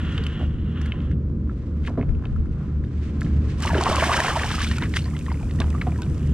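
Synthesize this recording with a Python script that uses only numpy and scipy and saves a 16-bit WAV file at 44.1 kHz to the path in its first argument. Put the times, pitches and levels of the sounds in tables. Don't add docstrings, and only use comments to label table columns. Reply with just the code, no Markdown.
import sys
import numpy as np
from scipy import signal
from scipy.fft import rfft, irfft, next_fast_len
from scipy.io import wavfile
from scipy.ndimage import uniform_filter1d

SR = 44100
rng = np.random.default_rng(int(sys.argv[2]) if len(sys.argv) > 2 else 0)


def wav_out(sig):
    wavfile.write(sys.argv[1], SR, np.round(np.clip(np.atleast_2d(sig).T, -1, 1) * 32767).astype(np.int16))


N = 279285

# pitch_hz, level_db (against the rumble noise), in_step_s (when in step with the first)
HUM_TONES = [(76.03, -2, 3.39), (72.91, -8, 3.402), (74.25, -12, 3.437), (70.9, -11, 3.383),
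             (71.25, -11.5, 3.393), (145.8, -14, 3.39), (152.06, -16, 3.39), (94.8, -17, 3.39)]
# time_s, level_db
RUMBLE_LEVEL = [(0.0, -26.5), (1.23, -26), (2.4, -28), (3.33, -24), (3.6, -24.5), (4.05, -29.5),
                (4.2, -30.5), (4.5, -30), (4.83, -24.5), (5.15, -28), (5.6, -25), (6.33, -25)]
# pitch_hz, level_db (per Hz)
RUMBLE_SPECTRUM = [(26, -40.5), (45, -10.5), (59, -6), (81, -9), (102, -6.5), (150, -7), (183, -11),
                   (230, -14), (254, -16.5), (288, -16.5), (512, -31), (595, -40), (900, -70), (1170, -94),
                   (1980, -120)]
# time_s, level_db
RUSTLE_LEVEL = [(0.0, -47), (0.6, -53.5), (0.95, -47), (1.12, -54), (1.36, -56.5), (1.5, -55), (1.8, -52.5),
                (2.1, -51), (2.4, -54.5), (2.5, -53.5), (2.62, -47.5), (2.8, -54), (2.98, -51.5),
                (3.14, -50.5), (3.2, -48), (3.55, -48), (4.8, -50.5), (4.92, -52), (5.5, -48.5),
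                (5.83, -46), (6.33, -51)]
# pitch_hz, level_db (per Hz)
RUSTLE_SPECTRUM = [(350, -11), (600, -7), (961, -15), (1010, -6.5), (1090, -10.5), (1370, -10.5),
                   (1420, -11), (2020, -24.5), (4540, -41), (10000, -48.5), (13000, -72), (22000, -120)]
# start_s, end_s, level_db (at the start), sag_db_per_s (below zero it grows)
CRANK_TURNS = [(-.1, .45, -39.5, 6.5), (.47, .76, -55.5, -18), (.77, 1.13, -43.5, 33.5),
               (6.17, 6.4, -56, -10)]
# pitch_hz, width_hz, level_db
REEL_RESONANCES = [(1030, 830, -7), (1420, 300, 0), (1830, 420, -5), (2850, 360, -2.5), (3310, 410, -5),
                   (4100, 270, -16)]
# peak_s, peak_db, left_over_right_db
GUSTS = [(.48, -37, -2), (2.109, -20, 11), (2.33, -29, 5.5), (2.411, -22.5, 6), (2.8, -31, 3),
         (4.6, -40.5, -5), (5.62, -32, -5), (6.33, -38, -2)]
# peak_s, peak_db, width_s (rise and fall time)
SLEEVE_BRUSHES = [(.12, -49.5, 0.23), (0.84, -58, 0.072), (1.05, -67, 0.061), (1.63, -64, 0.16),
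                  (1.873, -48, 0.026), (2.261, -65, 0.15), (2.62, -59.5, 0.085), (3.04, -53, 0.098),
                  (3.28, -59.5, 0.051), (3.5, -49.5, 0.13)]
# pitch_hz, level_db (per Hz)
SLEEVE_SPECTRUM = [(900, -28.5), (1600, 4), (2800, -1), (4200, -6), (6500, -9.5), (9000, -15.5),
                   (11000, -33), (15000, -51)]
# start_s, peak_db, start_hz, end_hz, length_s
CHIRP_BUBBLES = [(0.169, -33.5, 438, 452, .06), (3.86, -22, 780, 1156, 0.024),
                 (4.099, -18, 780, 1200, 0.024), (4.941, -35, 1760, 1950, 0.027),
                 (5.129, -39, 940, 1410, 0.017), (5.13, -49, 620, 1130, .045),
                 (5.295, -44, 2096, 2180, 0.03), (5.412, -52, 1130, 1460, 0.041)]
# start_s, strength_db, centre_hz, crack_db (before a fixed cut in ticks)
TICK_EVENTS = [(0.1788, -21.5, 3080, -31), (0.182, -24, 1420, -46), (0.238, -29, 4400, -30),
               (0.2657, -22.5, 2980, -25.5), (0.394, -39, 2920, -41), (0.8142, -33, 1711, -27),
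               (0.8593, -30, 1766, -31), (0.9205, -19.5, 2460, -59), (0.958, -41, 1588, -63),
               (1.004, -38, 3000, -53), (1.019, -52, 4400, -46), (1.113, -36.5, 1770, -40),
               (1.495, -35.5, 1330, -67), (1.84, -45, 3020, -55), (1.85, -35, 2050, -45),
               (1.8632, -37, 3500, -34.5), (1.8727, -28.5, 2580, -46), (1.8747, -24.5, 1640, -45),
               (1.882, -35, 1040, -53), (1.886, -39, 1700, -50), (1.894, -45, 1400, -41),
               (2.012, -33, 2050, -64), (2.026, -33, 2030, -66), (2.019, -50, 2200, -65),
               (2.036, -50, 2300, -66), (2.091, -39.5, 1980, -45.5), (2.15, -45, 2530, -65),
               (2.238, -37, 1500, -59), (2.244, -31, 1080, -63), (2.2543, -31, 2850, -63),
               (2.297, -45, 1520, -62), (2.361, -34, 1200, -47), (2.457, -44, 1358, -48),
               (2.465, -53, 2300, -58), (2.27, -48, 3700, -60), (2.266, -45, 1500, -61),
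               (2.16, -48, 1200, -49.5), (2.839, -40.5, 1750, -44), (2.848, -48, 3400, -48),
               (2.859, -62, 4400, -50), (3.04, -52, 4000, -49), (3.072, -64, 4400, -43),
               (3.094, -48, 3000, -58), (3.2085, -60, 4450, -24.5), (3.2173, -21.5, 1640, -56),
               (3.2466, -40, 3120, -37), (3.264, -37, 1920, -46), (3.222, -50, 3500, -42),
               (3.252, -50, 4400, -38), (3.313, -54, 4400, -51), (3.375, -57, 4400, -50),
               (3.485, -57, 4380, -49)]
# pitch_hz, level_db, t60_s (time to die by 60 dB)
TICK_RINGS = [(1050, -2, .022), (1330, 1, .03), (1700, 0, .02), (2150, 0, .018), (2600, 0, .015),
              (3050, 0, .015), (3700, -2, .012), (4500, -2, .01)]
# start_s, strength_db, dulling_db_per_octave
HULL_KNOCKS = [(0.397, -35.5, -4.5), (0.409, -27.5, 5), (.428, -28.5, 5), (1.881, -34, -7.5),
               (1.9, -29.5, 3), (1.975, -29.5, -3.5), (1.981, -16.5, 6.5), (1.986, -30, 2),
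               (1.9931, -19.5, 6), (1.999, -33, -1), (2.011, -23, 5.5), (2.029, -37, -3.5),
               (2.256, -42.5, -5.5), (4.823, -27, 6), (5.602, -28.5, -3.5), (5.871, -24, 2)]
# pitch_hz, level_db, t60_s
HULL_MODES = [(246, 5.5, 0.065), (300, -3.5, 0.034), (361, -1.5, 0.046), (460, 2, 0.029), (560, -9, 0.077),
              (666, -4, 0.036), (780, -9, 0.018), (1000, -12, 0.031), (1200, -4, 0.0078)]
# peak_s, peak_db, rise_s, fall_s, centre_hz
DECK_SCRAPES = [(.41, -38.5, .015, 0.038, 420), (1.852, -53, 0.0054, 0.0088, 2600),
                (1.874, -35, .008, 0.0066, 2300), (1.89, -43, 0.0051, 0.038, 800),
                (1.978, -39.5, 0.0023, 0.023, 745), (2.014, -52, .002, 0.017, 1700),
                (2.03, -62, 0.0044, 0.019, 2200), (2.25, -51, 0.0089, .015, 1300),
                (3.234, -53, 0.011, 0.017, 5000), (5.615, -35, 0.0094, 0.028, 900)]
# time_s, large_bubbles_db (before the mix shares), spray_db
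THRASHING = [(3.58, -57, -57), (3.636, -38, -32.5), (3.7, -33, -43), (3.73, -37.5, -43),
             (3.755, -27.5, -40), (3.84, -32, -34.5), (3.87, -25.5, -36), (3.92, -28.5, -34),
             (4.06, -27, -31.5), (4.11, -28, -32.5), (4.27, -26, -31.5), (4.33, -30.5, -35),
             (4.46, -34.5, -35.5), (4.6, -45, -33), (4.77, -55, -45.5), (4.8, -62, -75)]
# peak_s, large_bubbles_db, small_bubbles_db (before the mix shares), spray_db
WATER_FALLS = [(4.784, -60, -53, -69), (4.835, -38, -31, -41), (4.966, -64, -35.5, -32),
               (5.066, -65, -47, -50)]
# pitch_hz, level_db (per Hz)
SPRAY_SPECTRUM = [(1760, -11), (3000, 1.5), (3490, -4), (4600, -5.5), (5570, -4.5), (7870, -13.5),
                  (8540, -8.5), (10000, -19.5), (14600, -31), (15600, -36)]
# time_s, level_db
FIZZ_LEVEL = [(3.58, -65), (3.66, -44), (3.78, -53), (4.01, -39), (4.29, -42), (4.74, -49.5), (5.1, -53),
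              (6.33, -56)]
# pitch_hz, level_db (per Hz)
FIZZ_SPECTRUM = [(1470, -19), (2500, -8.5), (2870, -9), (4230, -14), (5050, -10), (7280, -9.5),
                 (8610, -10.5), (13700, -23.5), (15500, -35)]
# start_s, peak_db, pitch_hz, t60_s, splat_db
PLOP_BUBBLES = [(3.6372, -22, 2780, 0.015, -36), (3.6517, -16.5, 930, 0.02, -39.0),
                (3.669, -22, 1150, 0.065, -34), (3.673, -20.5, 2700, 0.017, -40),
                (3.678, -15.5, 1900, 0.0092, -40), (3.692, -19, 1110, 0.022, -40.0),
                (3.7018, -20, 904, 0.063, -40), (3.708, -20, 1690, 0.031, -42.0),
                (3.732, -16.5, 665, .03, -40), (3.745, -17, 1600, .015, -23),
                (3.782, -20.5, 2770, .015, -36), (3.856, -32, 2860, 0.015, -16),
                (3.7515, -14, 400, 0.077, -21), (3.783, -15, 375, 0.093, -31),
                (3.81, -10.5, 1000, 0.014, -31), (3.8663, -13, 1120, 0.028, -27),
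                (3.89, -18.5, 480, 0.041, -36), (3.897, -21, 355, 0.066, -45),
                (3.908, -18, 1200, 0.022, -37), (3.911, -24, 800, .02, -38), (4.037, -17, 1100, 0.04, -30),
                (4.246, -16, 1130, 0.014, -30), (4.354, -23, 1000, 0.033, -34),
                (3.907, -32, 714, 0.024, -40), (3.927, -15, 1070, 0.042, -35),
                (3.93, -20, 3240, 0.013, -35), (3.947, -17, 1045, 0.036, -25),
                (3.966, -18, 1140, 0.044, -13), (3.98, -15.5, 1085, 0.044, -19),
                (3.9855, -13.5, 560.0, 0.019, -34.0), (3.9992, -17.5, 2850, 0.015, -32),
                (4.0352, -12, 1620, 0.0096, -33.0), (4.095, -15.5, 1100, 0.043, -33),
                (4.117, -14, 1133, 0.033, -30), (4.145, -18, 940, 0.046, -29),
                (4.177, -19.5, 1600, 0.046, -33), (4.13, -21, 1000.0, 0.033, -11.5),
                (4.2025, -11, 1720, 0.014, -20), (4.245, -15, 780.0, 0.032, -31),
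                (4.2825, -14, 1000, 0.023, -27), (4.329, -27, 680, 0.032, -37),
                (4.425, -30, 1600, 0.012, -30), (4.434, -17, 1680, .012, -17),
                (4.455, -28, 1030, 0.02, -30), (4.5041, -22, 1550, .015, -20),
                (4.5414, -26, 1250, 0.038, -32), (4.4431, -18, 840, 0.015, -31),
                (4.515, -34, 2620, 0.015, -15), (4.5822, -22.5, 1200, 0.038, -40),
                (4.604, -27, 1125, 0.078, -15), (4.6151, -18, 1670, 0.027, -35),
                (4.6274, -19.5, 3700, 0.0078, -16.5), (4.6458, -19, 2300, 0.0083, -24),
                (4.6672, -25.5, 1400, .02, -21), (4.675, -23, 3530, .012, -26),
                (4.7354, -37, 1580, 0.014, -27), (4.7611, -43, 2010, 0.01, -45),
                (4.772, -31, 2600, .012, -34), (4.807, -31, 1780, .015, -29),
                (4.7123, -25.5, 1790, 0.05, -15.5), (4.7827, -25, 1343, 0.039, -19),
                (4.822, -24.5, 1000, 0.04, -17.5), (4.8547, -32, 1930, .015, -34),
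                (4.869, -43, 1900, .02, -39), (4.835, -22, 2160, 0.014, -41),
                (4.9386, -25.5, 2150, 0.015, -17.5), (4.966, -24, 1240, 0.02, -11.5),
                (4.969, -17, 1940, 0.02, -21), (4.99, -25, 2870, 0.012, -30), (4.961, -23, 1820, .02, -26),
                (5.0427, -32, 4330, 0.013, -49), (5.021, -34, 4300, .015, -48),
                (5.0555, -32, 4780, 0.012, -50), (5.166, -37, 3400, 0.011, -50),
                (5.325, -38, 4800, .012, -55), (5.617, -26.5, 2580, 0.018, -45),
                (5.0563, -40, 1034, 0.089, -41), (5.0599, -35, 1800, .02, -49),
                (5.085, -35, 1900, .015, -44), (5.1103, -39, 2220, .015, -52),
                (5.079, -36, 1030.0, 0.024, -55), (5.1491, -37, 2047, 0.053, -51.0),
                (5.1657, -30, 2980, 0.011, -27), (5.1921, -39, 2840, 0.014, -52),
                (5.2001, -40, 2170, .012, -52), (5.211, -36, 2490, .015, -46),
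                (5.2633, -30, 1900, 0.018, -30), (5.2828, -27, 1084, 0.04, -55.0),
                (5.29, -38, 2300, .012, -50), (5.3056, -37, 1500, .015, -51),
                (5.3, -36, 2020, 0.048, -53.0), (5.3169, -23.5, 960, 0.022, -29.5),
                (5.343, -32, 2080, 0.013, -49.0), (5.373, -40, 2200, .012, -54),
                (5.3956, -41.5, 2550, .02, -52), (5.396, -45, 1300, .02, -55), (5.43, -38, 2400, 0.02, -50),
                (5.497, -38, 2000, .015, -50), (5.411, -36, 850.0, 0.03, -51.0),
                (5.432, -34, 706, 0.035, -49), (5.47, -40, 1000, 0.027, -57),
                (5.509, -39, 2658, 0.013, -28.5), (5.588, -36, 1840, 0.036, -34),
                (5.6022, -21, 3700, 0.0074, -21), (5.606, -27.5, 1096, 0.072, -45),
                (5.6172, -25, 1580, 0.021, -28), (5.611, -33, 2100, 0.014, -32),
                (5.6674, -44, 3000, .015, -55), (5.742, -34, 1200, 0.017, -50),
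                (5.64, -39, 1460, .027, -33), (5.683, -40, 2010, .02, -53), (5.7053, -37, 2664, .015, -46),
                (5.728, -36.5, 1930, .02, -51), (5.7497, -27, 1150, 0.052, -55),
                (5.78, -41, 1924, .03, -55), (5.8137, -20.5, 2210, 0.025, -26),
                (5.815, -33, 3850, 0.018, -45), (5.817, -23, 1700, 0.017, -40),
                (5.822, -25, 1200, 0.015, -48), (5.8689, -20, 746, 0.07, -35),
                (5.876, -37, 950, 0.039, -46), (5.923, -31, 720, 0.021, -60),
                (5.8994, -47, 2380, .012, -55), (5.9454, -41, 1900, .02, -55),
                (6.0631, -42, 2300, .015, -42), (5.882, -35, 1150, 0.031, -50),
                (5.92, -34, 2300, 0.013, -61), (5.96, -31, 1660, 0.0067, -53.0),
                (5.988, -33.5, 976, 0.14, -48), (6.0188, -34.5, 2550, 0.024, -50),
                (6.02, -36, 1510, 0.071, -55), (6.032, -34.5, 3570, 0.016, -47)]
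# start_s, peak_db
DROPLET_PRICKS = [(3.6033, -20), (3.6232, -14.5), (3.6587, -15), (3.7816, -32), (3.812, -13.5),
                  (3.8363, -8), (3.9235, -17), (3.958, -9), (4.0731, -28), (4.1573, -24), (4.2021, -9),
                  (4.2662, -14), (4.5124, -21), (4.5526, -32), (4.594, -25), (4.6187, -12.5), (4.6872, -17),
                  (4.7663, -20), (4.7833, -18), (4.9688, -15),  (5.1902, -24), (5.6022, -16), (5.702, -26),
                  (5.9062, -33), (5.9773, -31), (6.0187, -20), (6.098, -33), (6.1444, -32), (6.1785, -31),
                  (6.2721, -30)]
# pitch_hz, level_db, lag_rad (phase)
PORT_DIFFERENCE = [(100, 0, 0), (400, -1.5, 0.19), (1600, -0.46, 0.16), (2300, 0.9, 0.77),
                   (4100, -0.5, 1.27), (6400, -3, 1.62), (8500, -4, 1.3), (15000, -11, 2.3)]

HUM_THIRD_DB = -40
RUMBLE_ALIKE = 1
SIDE_TREBLE = .5
CALM_DB, GUST_RISE_S, GUST_FALL_S = -39.5, 0.024, .05
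SLEEVES_REST_DB = -70.5
CRACK_RISE_S = 0.0012
TICK_CONTACT_S, KNOCK_CONTACT_S = .002, .008
TICK_FOCUS_DB_PER_OCTAVE, TICK_RATTLE_DB = 25, -9.5
SCRAPE_OCTAVES = .55
FALL_RISE_S, FALL_FALL_S = 0.017, 0.02
GULPS_AT_DB, GULPS_SWING = -28.5, 1.13
SMALL_FOLLOWS_SPRAY = 0.62
CHURN_DB = 3.0
GLIDE_OCTAVES, GLIDE_CYCLES = 0.25, 22.8
PLOP_WOBBLE, PLOP_SWELL_CYCLES = 0.19, 0.21
PLOP_RISE, PLOP_RISE_SPREAD = 0.033, 0.11
SPATTER_DB, SPATTER_T60_S, SPATTER_OCTAVES = -15.5, 0.11, 0.21
DRIPS_FROM_S = 3.8
DRIPS_DB, DRIPS_SAG_DB_PER_S = -54, -0.5
CUTOFF_HZ = 15500


def from_db(db):
    return 10 ** (np.asarray(db) / 20)


def rms_one(x):
    return x / np.sqrt(np.mean(x ** 2) + 1e-20)


def in_time(rows):
    s, *columns = np.transpose(rows)
    return [np.interp(np.arange(N) / SR, s, c) for c in columns]


def while_on(rows):
    t = np.arange(N) / SR
    inside_s = np.minimum(t - rows[0][0], rows[-1][0] - t)
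    return np.clip(inside_s / .02 + 1, 0, 1)


def played(rows):
    return from_db(in_time(rows)[0]) * while_on(rows)


def strokes(rows):
    return sum(played([(start, db), (end, db - sag_db * (end - start))])
               for start, end, db, sag_db in rows)


def swell(s, peak_db, rise_s, fall_s):
    t = np.arange(N) / SR - s
    return from_db(peak_db) * np.exp(np.where(t < 0, t / rise_s, -t / fall_s))


def drift(rate_hz):
    r = np.exp(-80 * np.pi * rate_hz / SR)
    noise = rng.standard_normal(N // 40 + 2002)
    slow = signal.lfilter([1], [1, -2 * r, r * r], noise)[2000:]
    return np.interp(np.arange(N) / 40, np.arange(len(slow)), rms_one(slow))


def coloured(x, spectrum):
    size = next_fast_len(N)
    hz, level_db = np.transpose(spectrum)
    log_hz = np.log(np.arange(size // 2 + 1) * SR / size + 1)
    weight = from_db(np.interp(log_hz, np.log(hz), level_db))
    return rms_one(irfft(rfft(x, size) * weight, size)[..., :N])


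def spread(alike):
    mid, side = rng.standard_normal((2, N))
    alike = np.clip(alike, 0, 1)
    treble = np.diff(side, n=2, prepend=[0, 0]) / 2
    apart = np.sqrt(1 - alike) * side + SIDE_TREBLE * treble
    return np.sqrt(1 + alike) * mid + apart * [[1], [-1]]


def grains(per_s, spread_db):
    sizes = from_db(spread_db * np.minimum(rng.exponential(1, N), 4)) * rng.choice([-1, 1], N)
    return sizes * (rng.random(N) < per_s / SR)


def ring(clicks, hz, t60):
    r, w = from_db(-60 / (t60 * SR)), 2 * np.pi * hz / SR
    return signal.lfilter([0, np.sin(w)], [1, -2 * r * np.cos(w), r * r], clicks + 1e-18)


def add(out, s, sound):
    at = int(s * SR)
    out[at:at + len(sound)] += sound[:N - at]


def bandpass(x, order, band_hz):
    return signal.sosfilt(signal.butter(order, band_hz, "band", fs=SR, output="sos"), x)


def cracks(rows, low_hz, high_hz, t60):
    t = np.arange(2500) / SR
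    shape = (1 - np.exp(-t / CRACK_RISE_S)) * from_db(-60 * t / t60)
    burst = np.zeros(N)
    for row in rows:
        add(burst, row[0], from_db(row[-1]) * shape)
    noise = bandpass(burst * spread(0.99), 3, [low_hz, high_hz])
    passed = np.sqrt((high_hz - low_hz) / (SR / 2))
    return noise / passed / 2


def blows(s, peak_db, contact_s):
    out, t = np.zeros(N), np.arange(1500) / SR
    scuff = .045 * rng.standard_normal((len(s), len(t))) * np.exp(-t / contact_s)
    scuff[:, 0] = 1
    for at, level_db, rub in zip(s, peak_db, scuff):
        add(out, at, from_db(level_db) * rub)
    return out


def bubbles(gain, low_hz, high_hz, per_s, cycles, tilt_db):
    clumps = from_db(3 * drift(25))
    born = grains(per_s * clumps, 1.3)
    dealt, rings = rng.integers(0, 16, N), 0
    for k, hz in enumerate(np.geomspace(low_hz, high_hz, 16)):
        soft = ring(born * (dealt == k), hz, 3.3 / hz) * hz / low_hz
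        rings = rings + from_db(tilt_db * k / 15) * ring(soft, hz, cycles / hz)
    even = np.sqrt(uniform_filter1d(rings ** 2, 3000) + 1e-3 * np.mean(rings ** 2))
    return gain * rings / even


def gliding(gain, low_hz, high_hz, per_s):
    out = np.zeros(N)
    for when, pitch, size, span, slide in rng.random((int(per_s * N / SR), 5)):
        hz = low_hz * (high_hz / low_hz) ** pitch
        samples = int(GLIDE_CYCLES * (0.31 + span) * SR / hz)
        part = np.arange(samples) / samples
        rising_hz = hz * 2 ** (GLIDE_OCTAVES * 2 * slide * part)
        shape = part * np.exp(-5.0 * part) * np.cos(np.pi * part / 2)
        sine = np.sin(2 * np.pi * np.cumsum(rising_hz) / SR)
        add(out, when * N / SR, from_db(-16 * size) * shape * sine)
    return gain * rms_one(out)


def rumble():
    t = np.arange(N) / SR
    first_hz = HUM_TONES[0][0]
    tones = sum(from_db(db) * np.cos(2 * np.pi * (first_hz * t + (hz - first_hz) * (t - s)))
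                for hz, db, s in HUM_TONES)
    third_phase = 2 * np.pi * np.cumsum(3 * first_hz + 1.53 * drift(2.98)) / SR
    wavering = from_db(HUM_THIRD_DB + 2.5 * drift(4)) * np.sin(third_phase)
    noise = from_db(1.07 * drift(6.5)) * coloured(spread(RUMBLE_ALIKE), RUMBLE_SPECTRUM)
    return np.sqrt(2) * wavering + played(RUMBLE_LEVEL) * (np.sqrt(2) * tones + noise)


def rustle():
    flutter = from_db(.8 * drift(14))
    water = spread(0.7) + .5 * rms_one(grains(150, 7.4))
    return played(RUSTLE_LEVEL) * flutter * coloured(water, RUSTLE_SPECTRUM)


def reel():
    teeth = (rng.standard_normal(N) + 0.48 * rms_one(grains(400, 3.4))) * from_db(0.76 * drift(30))
    body = 0
    for k, (hz, width_hz, level_db) in enumerate(REEL_RESONANCES):
        resonance = rms_one(ring(teeth, hz, 2.9 / width_hz)) * np.sqrt(width_hz)
        body = body + (-1) ** k * from_db(level_db) * resonance
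    return strokes(CRANK_TURNS) * rms_one(bandpass(body, 2, [800, 4500]))


def wind():
    low = bandpass(spread(0.65), 2, [18, 70])
    gusts = sum(swell(s, db + pan_db / 2 * np.array([[1], [-1]]), GUST_RISE_S, GUST_FALL_S)
                for s, db, pan_db in GUSTS)
    return (from_db(CALM_DB + 3.5 * drift(12)) + gusts) * rms_one(low)


def sleeves():
    fibres = spread(0.3) + 0.45 * rms_one(grains(730, 3.8) * from_db(4.5 * drift(22)))
    swells = sum(swell(s, db, width, width) for s, db, width in SLEEVE_BRUSHES)
    brushing = from_db(SLEEVES_REST_DB) + swells * from_db(2.3 * drift(18))
    return brushing * coloured(fibres, SLEEVE_SPECTRUM)


def chirps():
    out = np.zeros(N)
    for s, peak_db, start_hz, end_hz, length_s in CHIRP_BUBBLES:
        t = np.arange(int(length_s * SR)) / SR
        cycles = start_hz * t + (end_hz - start_hz) * t ** 2 / (2 * length_s)
        add(out, s, from_db(peak_db) * np.sin(np.pi * t / length_s) * np.sin(2 * np.pi * cycles))
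    return out


def ticks():
    s, tick_db, centre_hz, _ = np.transpose(TICK_EVENTS)
    luck_octaves_db = rng.normal(0, 0.45, (len(s), len(TICK_RINGS)))
    out = 0
    for k, (hz, level_db, t60) in enumerate(TICK_RINGS):
        off_centre_db = TICK_FOCUS_DB_PER_OCTAVE * np.abs(np.log2(hz / centre_hz))
        strength_db = tick_db + level_db - off_centre_db + luck_octaves_db[:, k]
        out = out + ring(blows(s, strength_db, TICK_CONTACT_S), hz, t60) * (-1) ** k
    rattle = from_db(TICK_RATTLE_DB) * cracks(TICK_EVENTS, 1800, 6500, t60=0.031)
    return out + from_db(-5.5) * cracks(TICK_EVENTS, 2800, 10500, t60=0.013) + rattle


def knocks():
    s, knock_db, dull_db = np.transpose(HULL_KNOCKS)
    luck_db, out = rng.normal(0, 1.5, (len(s), len(HULL_MODES))), 0
    for k, (hz, level_db, t60) in enumerate(HULL_MODES):
        octaves_up = np.log2(hz / HULL_MODES[0][0])
        strength_db = knock_db + level_db - dull_db * octaves_up + luck_db[:, k]
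        out = out + ring(blows(s, strength_db, KNOCK_CONTACT_S), hz, t60) * (-1) ** k
    return out


def scrapes():
    slips, out = rms_one(rng.standard_normal(N) + 1.7 * rms_one(grains(640, 6.8))), 0
    for s, peak_db, rise_s, fall_s, hz in DECK_SCRAPES:
        band_hz = hz * 2 ** (SCRAPE_OCTAVES * np.array([-1, 1]))
        out = out + swell(s, peak_db, rise_s, fall_s) * rms_one(bandpass(slips, 2, band_hz))
    return out


def splash():
    large_db, spray_db = in_time(THRASHING)
    small_db = large_db + np.clip(SMALL_FOLLOWS_SPRAY, 0, 1) * (spray_db - large_db)
    thrown = while_on(THRASHING) * from_db([large_db, small_db, spray_db])
    falling = [sum(swell(row[0], row[k], FALL_RISE_S, FALL_FALL_S) for row in WATER_FALLS)
               for k in (1, 2, 3)]
    large, small, spray = thrown + falling
    deep = from_db(GULPS_AT_DB) * (large / from_db(-25.0)) ** GULPS_SWING
    specks = .7 * rms_one(np.array([grains(900, 4.5), grains(900, 4.5)]))
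    droplets = spread(1.0) * from_db(3.7 * drift(32)) + specks
    deep, large, small = (gain * from_db(CHURN_DB * drift(19)) for gain in (deep, large, small))
    return (bubbles(deep, 316, 740, per_s=200., cycles=18.0, tilt_db=3.0)
            + gliding(0.72 * large, 597, 1296, per_s=110.)
            + gliding(0.55 * small, 1345, 3180, per_s=260.)
            + bubbles(0.57 * large, 773, 1360, per_s=330.0, cycles=24.0, tilt_db=5.0)
            + bubbles(0.96 * small, 1554, 3440, per_s=1500., cycles=17.0, tilt_db=-15.0)
            + spray * coloured(droplets, SPRAY_SPECTRUM))


def fizz():
    pricks = np.array([grains(250, 4.7), grains(300, 4.0)])
    foam = spread(0.93) + 0.93 * rms_one(pricks)
    return played(FIZZ_LEVEL) * coloured(foam, FIZZ_SPECTRUM)


def plops():
    out, t = np.zeros(N), np.arange(4000) / SR
    luck = rng.standard_normal((len(PLOP_BUBBLES), 2, len(t)))
    for (s, peak_db, hz, t60, _), (shake, wet) in zip(PLOP_BUBBLES, luck):
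        bend = PLOP_RISE + PLOP_RISE_SPREAD * shake[0]
        cycles = hz * t * (1 + bend * t / t60)
        shape = (1 - np.exp(-t * hz / PLOP_SWELL_CYCLES)) * from_db(-60 * t / t60)
        wobble = 1 + PLOP_WOBBLE * rms_one(uniform_filter1d(shake, int(1.5 * SR / hz)))
        tone = shape / shape.max() * wobble * np.sin(2 * np.pi * cycles)
        band_hz = hz * 2 ** (SPATTER_OCTAVES * np.array([-.5, 1]))
        spatter = from_db(SPATTER_DB - 60 * t / SPATTER_T60_S) * rms_one(bandpass(wet, 1, band_hz)) / 2
        add(out, s, from_db(peak_db) * (tone + spatter))
    splats = cracks(PLOP_BUBBLES, 1040, 3680, t60=0.017)
    return out + splats + cracks(DROPLET_PRICKS, 2100, 8600, t60=0.0094)


def drips():
    running = strokes([(DRIPS_FROM_S, N / SR, DRIPS_DB, DRIPS_SAG_DB_PER_S)])
    ringing = bubbles(0.39 * running, 915, 2940, per_s=150.0, cycles=35.0, tilt_db=14.0)
    return ringing + gliding(.6 * running, 605, 2760, per_s=78.0)


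def ports(pair):
    size = next_fast_len(N + 64)
    log_hz = np.log(np.arange(size // 2 + 1) * SR / size + 1)
    hz, level_db, lag_rad = np.transpose(PORT_DIFFERENCE)
    level = from_db(np.interp(log_hz, np.log(hz), level_db))
    shadow = level * np.exp(-1j * np.interp(log_hz, np.log(hz), lag_rad))
    return np.array([irfft(rfft(pair[0], size) * shadow, size)[:N], pair[1]])


def scene():
    near = reel() + chirps() + ticks() + knocks() + scrapes() + splash() + plops() + drips()
    return ports(near + rumble() + rustle() + wind() + sleeves() + fizz())


def record(dry):
    return signal.sosfilt(signal.ellip(10, .5, 70, CUTOFF_HZ, fs=SR, output="sos"), dry)


dry = scene()
out = record(dry)
wav_out(out)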